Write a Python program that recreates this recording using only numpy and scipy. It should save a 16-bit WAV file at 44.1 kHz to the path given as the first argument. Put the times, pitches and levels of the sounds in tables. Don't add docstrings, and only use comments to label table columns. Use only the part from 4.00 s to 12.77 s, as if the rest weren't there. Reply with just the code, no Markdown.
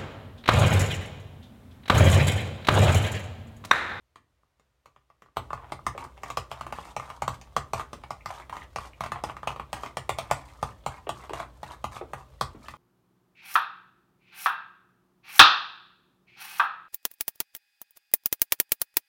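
import sys
import numpy as np
from scipy import signal
from scipy.fft import rfft, irfft
from scipy.io import wavfile

SR = 44100
rng = np.random.default_rng(int(sys.argv[2]) if len(sys.argv) > 2 else 0)


def dump(signal):
    limited = np.clip(np.atleast_2d(signal).T, -1, 1)
    pcm = np.round(limited * 32767).astype(np.int16)
    wavfile.write(sys.argv[1], SR, pcm)


N = 386757
TIME = np.arange(N) / SR
AGE = np.arange(SR // 3) / SR
LEVEL_STEP_S = 1.36

# pitch in Hz, level in dB, t60 in seconds.
WALL_RING = [(690, -29, 0.092), (840, -43.5, 0.058), (1066, -12, 0.033), (1156, -10.5, 0.032),
             (1213, -33.5, 0.08), (1430, -29, 0.1), (2160, -61, 0.11)]
# frequency in Hz, relative level in dB.
RUB_SPECTRUM = [(100, -36), (250, -5), (500, -4.5), (700, 4.5), (950, 5.5), (1200, 4.5), (1550, -5.5),
                (2200, -7.5), (3500, -17), (7000, -53.5)]


def gain_of(db):
    return 10 ** (np.asarray(db) / 20)


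def unit_rms(x):
    return x / np.sqrt(np.mean(x ** 2) + 1e-20)


def value_at(points, hz):
    freqs, values = np.transpose(points)
    return np.interp(np.log(hz + 1), np.log(freqs + 1), values)


def add(mix, start_s, sound):
    part = mix[max(round(start_s * SR), 0):][:len(sound)]
    part += sound[:len(part)]


def colour(x, spectrum, size=4096):
    log_gain = np.log(gain_of(value_at(spectrum, abs(np.fft.fftfreq(size, 1 / SR)))))
    minimum_phase = np.exp(np.conj(signal.hilbert(log_gain)))
    response = np.fft.ifft(minimum_phase).real[:size // 2]
    return signal.oaconvolve(x, response / np.linalg.norm(response))[:len(x)]


def drift(below_hz):
    band = np.fft.rfftfreq(N, 1 / SR) < below_hz
    return unit_rms(irfft(rfft(rng.standard_normal(N)) * band, N))


def grains(per_s, spread_db):
    size = gain_of(spread_db * np.minimum(rng.exponential(1, N), 4))
    return unit_rms(size * rng.choice([-1, 1], N) * (rng.random(N) < per_s / SR))


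def room_tone():
    # frequency in Hz, relative level in dB.
    air_spectrum = [(20, -41), (40, 2.5), (70, 13), (135, -3.5), (190, -10.5), (320, -12), (600, -5),
                    (1150, -39), (1700, -32), (3300, -23), (5000, -30.5), (9000, -34.5), (11000, -35.5),
                    (16000, -36)]
    # pitch in Hz, rms level in dB after the step up.
    hum_tones = [(59.6, -57), (129.5, -64)]
    air = gain_of(-56.5) * unit_rms(colour(rng.standard_normal(N), air_spectrum))
    hum = sum(gain_of(db) * np.sqrt(2) * np.sin(2 * np.pi * hz * TIME + 0.56 * drift(8.5))
              for hz, db in hum_tones)
    step_db = np.interp(TIME, [LEVEL_STEP_S, LEVEL_STEP_S + 0.0049], [-22, 0])
    hiss = gain_of(-79) * colour(rng.standard_normal(N), [(1200, 1), (4000, -8), (16000, -20)])
    return (air + hum) * gain_of(step_db) + hiss


def ring(modes, rise_cycles, detune=0):
    stretch = 1 + detune * rng.standard_normal() if detune else 1
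    out = 0
    for (hz, db, t60), spot_db in zip(modes, rng.standard_normal(len(modes))):
        turns = hz * stretch * AGE
        swell = 1 - np.exp(-(turns / rise_cycles) ** 2)
        out = out + gain_of(db + spot_db - 60 * AGE / t60) * swell * np.sin(2 * np.pi * turns)
    return out


def wall_knock(centre_hz, focus_db_per_octave=13):
    # pitch in Hz, level in dB, t60 in seconds.
    damped_wall = [(321, -10.5, 0.018), (679.6, 1.5, 0.011), (805.5, -1, 0.017), (1156, -2, 0.015)]
    modes = []
    for hz, db, t60 in damped_wall:
        octaves_away = min(abs(np.log2(hz / centre_hz)), 0.7)
        modes.append((hz, db - focus_db_per_octave * octaves_away, t60))
    wave = ring(modes, rise_cycles=0.95, detune=0.015)
    return wave / abs(wave).max()


def contact(snap_s, buzz_db, buzz_s):
    envelope = np.exp(-AGE / snap_s) + gain_of(buzz_db) * np.exp(-AGE / buzz_s)
    return envelope * rng.standard_normal(len(AGE))


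def utensil_taps():
    # start in seconds, level in dB, centre of the knock in Hz,
    # hardness in dB (the strength of the metal tick, low where sauce cushions the blow).
    blows = [(.158, -37, 1160, -23), (.433, -53.5, 1130, -36), (0.597, -55.5, 1080, -12),
             (.858, -39.5, 1230, -18), (.962, -43, 1160, -32), (1.101, -44, 1070, -32),
             (1.221, -40, 1220, -22.5), (1.26, -45, 1150, -35), (1.286, -52, 1120, -49),
             (1.369, -12, 980, -24.5), (1.505, -21.5, 1150, -41), (1.531, -16.5, 1060, -32.5),
             (1.721, -18.5, 890, -24.5), (1.791, -32, 1050, -54), (1.866, -12, 1240, -21),
             (1.978, -23, 1050, -24), (2.048, -26.5, 1080, -35), (2.177, -40, 900, -22),
             (2.234, -22, 1000, -21), (2.302, -21.5, 1050, -21), (2.372, -12.5, 1040, -21),
             (2.515, -21, 920, -21.5), (2.61, -20.5, 1080, -25), (2.666, -24.5, 1100, -25),
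             (2.725, -19.5, 910, -22), (2.785, -23, 1040, -31), (2.965, -16, 810, -25),
             (2.998, -22, 1140, -29), (3.101, -26, 1200, -24), (3.221, -13.5, 840, -25.5),
             (3.279, -11, 1120, -23), (3.414, -39, 810, -13), (3.565, -8.5, 1130, -23.5),
             (3.734, -11.5, 910, -23), (3.796, -19, 1160, -30), (3.931, -27, 1060, -16.5),
             (4.037, -29, 860, -27), (4.106, -17.5, 1030, -24), (4.259, -20.5, 1010, -20),
             (4.496, -27, 1024, -23), (4.567, -26.5, 1160, -23), (4.76, -17.5, 855, -22),
             (4.785, -20, 1160, -29), (5.007, -16, 1010, -22), (5.038, -20.5, 1150, -22.5),
             (5.062, -24, 1130, -25), (5.119, -16.5, 1170, -25.5), (5.238, -15.5, 874, -22.5),
             (5.297, -21, 1040, -36), (5.367, -26.5, 1120, -28), (5.431, -22.5, 1020, -33),
             (5.473, -15, 740, -23.5), (5.504, -23.5, 1110, -34), (5.561, -27, 1060, -27.5),
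             (5.597, -20, 1130, -29), (5.73, -16.5, 840, -18.5), (5.834, -20, 1040, -25),
             (5.861, -27, 1170, -21), (5.97, -15.5, 624, -19), (6.093, -11, 654, -19),
             (6.186, -17.5, 625, -17), (6.312, -6.5, 670, -20.5), (6.628, -12.5, 844, -26.5),
             (6.863, -13.5, 790, -21.5), (7.092, -14.5, 740, -21.5), (7.295, -25, 825, -29),
             (7.334, -18.5, 945, -22.5), (7.4, -21, 930, -38), (7.631, -22.5, 760, -22.5),
             (7.842, -15, 940, -25), (7.966, -26, 1100, -28), (8.134, -19, 900, -24.5),
             (8.411, -10.5, 1100, -20), (8.684, -26.5, 1160, -20), (8.738, -30.5, 1150, -36.5)]
    # pitch in Hz, level in dB, t60 in seconds.
    shaft_modes = [(8030, -21.5, 0.13)]
    # pitch in Hz, level in dB, t60 in seconds.
    counter_modes = [(66.5, -2.5, 0.26), (90.8, 2, 0.2), (128.2, 2.5, 0.23), (225, -4, 0.1)]
    # frequency in Hz, relative level in dB.
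    clack_spectrum = [(500, 0.5), (1300, -8), (1900, 1), (2500, -1), (3300, -5), (4500, -17.5), (8000, -29)]
    # frequency in Hz, relative level in dB.
    tick_spectrum = [(2000, -12.5), (3600, 1.5), (5400, 0.5), (7000, -1), (8000, -4.5), (9200, -1.5),
                     (10500, -13.5), (13500, -11.5), (16000, -19)]
    typical_db, typical_hardness_db = -20, -24
    knocks, clacks, ticks, thumps = np.zeros((4, N))
    for start, db, centre_hz, hardness_db in blows:
        force_db = max(db - typical_db, -10)
        clack_db = -14 + 0.54 * (hardness_db - typical_hardness_db) - 0.32 * force_db
        thump_db = -25 + 0.091 * force_db + rng.standard_normal()
        shaft_db = 0.7 * force_db + hardness_db
        after_ring = gain_of(7) * ring(WALL_RING, rise_cycles=3.7, detune=0.014)
        add(knocks, start, gain_of(db - 3) * (wall_knock(centre_hz) + after_ring))
        add(knocks, start, gain_of(db + shaft_db) * ring(shaft_modes, rise_cycles=1.8))
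        clack = contact(snap_s=0.0011, buzz_db=-11.5, buzz_s=0.0056)
        tick = contact(snap_s=0.00081, buzz_db=-17, buzz_s=0.0052)
        thump = ring(counter_modes, rise_cycles=0.49, detune=0.051)
        add(clacks, start, gain_of(db + clack_db) * clack)
        add(ticks, start, gain_of(db + hardness_db + 4.5) * tick)
        add(thumps, start, gain_of(db + thump_db) * thump)
    cracks = colour(clacks, clack_spectrum) + colour(ticks, tick_spectrum)
    return knocks, cracks, thumps


def stirring(drag_db=-65, seep_db=-79):
    # start in seconds, length in seconds, rub in dB, fizz in dB.
    strokes = [(1.557, 0.15, -49.5, -98), (1.987, 0.064, -42.5, -61), (2.248, 0.07, -43, -61),
               (2.497, 0.21, -48, -67.5), (2.747, 0.17, -46.5, -58.5), (3.007, 0.17, -45.5, -62.5),
               (3.308, 0.04, -46, -59), (3.756, 0.055, -43, -59), (4.28, 0.13, -45.5, -58.5),
               (4.518, 0.12, -42.5, -59), (4.8, 0.08, -50.5, -60.5), (5.024, 0.041, -41, -68),
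               (5.133, .06, -42, -74), (5.251, 0.074, -46, -63), (5.472, 0.052, -38.5, -60),
               (5.738, .17, -45, -61), (6.17, 0.16, -47.5, -63.5), (6.353, 0.36, -51, -64),
               (6.626, .1, -50.5, -65), (6.877, 0.11, -47, -64.5), (7.142, 0.12, -48, -63),
               (7.346, 0.086, -39, -58.5), (7.657, 0.089, -45, -58), (7.911, 0.073, -46, -56),
               (8.168, 0.042, -48.5, -63), (8.618, 0.115, -58, -63)]
    # frequency in Hz, relative level in dB.
    fizz_spectrum = [(1000, 4), (2200, -31), (3500, -0.5), (5000, -0.5), (9000, -3.5), (10500, -10),
                     (14000, -11.5), (16000, -32)]
    audible = TIME > LEVEL_STEP_S
    rub_power, fizz_power = np.zeros(N), gain_of(seep_db) ** 2 * audible
    for start, length_s, rub_db, fizz_db in strokes:
        strength = stroke_envelope(length_s)
        add(rub_power, start, (gain_of(rub_db) * strength) ** 2)
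        add(fizz_power, start, (gain_of(fizz_db) * strength) ** 2)
    clumps = drift(70)
    rub = colour(grains(per_s=420, spread_db=4), RUB_SPECTRUM) * gain_of(3.63 * clumps - 4)
    fizz = colour(grains(per_s=860, spread_db=3.5), fizz_spectrum) * gain_of(2.9 * clumps + 2)
    rubbing = rub * np.sqrt(rub_power + gain_of(drag_db) ** 2 * audible)
    skipping = gain_of(-6) * wall_chatter(per_s=45) * np.sqrt(rub_power)
    wet = (fizz + gain_of(3) * tiny_bubbles(per_s=120)) * np.sqrt(fizz_power)
    return rubbing + skipping + wet


def blip(hz, decay_cycles):
    t = AGE[:SR // 25]
    turns = hz * t * (1 + 5 * t)
    return np.sin(2 * np.pi * turns) * np.exp(-turns / decay_cycles) * (1 - np.exp(-turns))


def tiny_bubbles(per_s, sizes=20):
    out = np.zeros(N)
    for hz in np.geomspace(1150, 4200, sizes):
        bursts = grains(per_s / sizes, spread_db=2)
        out += signal.oaconvolve(bursts, blip(hz, decay_cycles=5))[:N]
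    return unit_rms(out)


def stroke_envelope(length_s, rise_s=0.0096, sag_db_per_s=36, release_s=0.0063):
    rise = np.minimum(AGE / rise_s, 1)
    release = np.exp(-np.maximum(AGE - length_s, 0) / release_s)
    return rise * gain_of(-sag_db_per_s * AGE) * release


def wall_chatter(per_s, spots=6):
    out = np.zeros(N)
    for _ in range(spots):
        skip = ring(WALL_RING, rise_cycles=1.2, detune=0.063) * np.exp(-AGE / 0.0055)
        out += signal.oaconvolve(grains(per_s / spots, spread_db=3), skip)[:N]
    return unit_rms(out)


def air_plops(start_ratio=4.17, settle_cycles=0.565, peak_cycles=0.99):
    # start in seconds, level in dB, final pitch in Hz.
    pockets = [(1.949, -32.5, 400), (7.069, -28, 346), (7.305, -32, 313), (8.011, -29, 323),
               (8.546, -41, 205), (8.559, -48.5, 114)]
    gulps, spatter = np.zeros((2, N))
    for start, db, hz in pockets:
        cycles = hz * AGE
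        turns = cycles + (start_ratio - 1) * settle_cycles * (1 - np.exp(-cycles / settle_cycles))
        swell = gain_of(db) * (cycles / peak_cycles * np.exp(1 - cycles / peak_cycles)) ** 2
        add(gulps, start, swell * np.sin(2 * np.pi * turns))
        add(spatter, start, swell * rng.standard_normal(len(AGE)))
    uneven_tearing = 1 + 0.2 * drift(660)
    return gulps * uneven_tearing + gain_of(-11) * colour(spatter, RUB_SPECTRUM)


def wet_pops():
    # start in seconds, level in dB, starting pitch in Hz.
    pops = [(4.208, -48, 2280), (4.422, -44.5, 2000), (4.619, -40.5, 1890), (4.933, -48, 2350),
            (5.475, -26.5, 2515), (5.479, -30, 2850), (6.838, -45.5, 3290), (7.068, -45, 2730),
            (7.228, -47, 2030)]
    out = np.zeros(N)
    for start, db, hz in pops:
        add(out, start, gain_of(db) * blip(hz, decay_cycles=6.9))
    return out * (1 + 1.13 * drift(560))


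def kitchen_reverb(x, patterns=12, changes_per_s=10):
    # frequency in Hz, t60 in seconds.
    decay_times = [(100, 0.99), (500, 0.24), (1200, 0.27), (3000, 0.2), (8000, 0.2), (15000, 0.15)]
    out = np.zeros(N)
    for k in range(patterns):
        hz, t, noise = signal.stft(rng.choice([-1., 1.], SR // 2), SR, nperseg=256)
        decay = gain_of(-60 * t / value_at(decay_times, hz)[:, None])
        counter_rush = np.exp(-t / 0.0085)
        onset = 1 - np.exp(-(t / 0.0018) ** 2)
        tail = signal.istft(noise * (decay + counter_rush) * onset, SR, nperseg=256)[1]
        turn = (changes_per_s * TIME - k) % patterns - 1
        share = np.cos(np.pi / 2 * np.minimum(turn, 1))
        out += signal.oaconvolve(x * share, tail / np.linalg.norm(tail))[:N]
    return out


def scene():
    # delay in seconds, level in dB.
    reflections = [(0.0097, -27.5), (0.0181, -38), (0.0244, -22.5)]
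    knocks, cracks, thumps = utensil_taps()
    sauce = stirring() + air_plops() + wet_pops()
    close = knocks + cracks + sauce
    out = close + thumps + room_tone()
    for delay_s, db in reflections:
        add(out, delay_s, gain_of(db) * close)
    into_room = gain_of(-7.5) * knocks + gain_of(0.5) * cracks + gain_of(-2) * sauce
    return (out + kitchen_reverb(into_room))[None]


def record(dry, low_cut_hz=38, high_cut_hz=16050):
    low_cut = signal.butter(4, low_cut_hz, "highpass", fs=SR, output="sos")
    high_cut = signal.firwin(511, high_cut_hz, window=("kaiser", 9), fs=SR)
    return signal.oaconvolve(signal.sosfilt(low_cut, dry), high_cut[None], "same")


dry = scene()
out = record(dry)
dump(out)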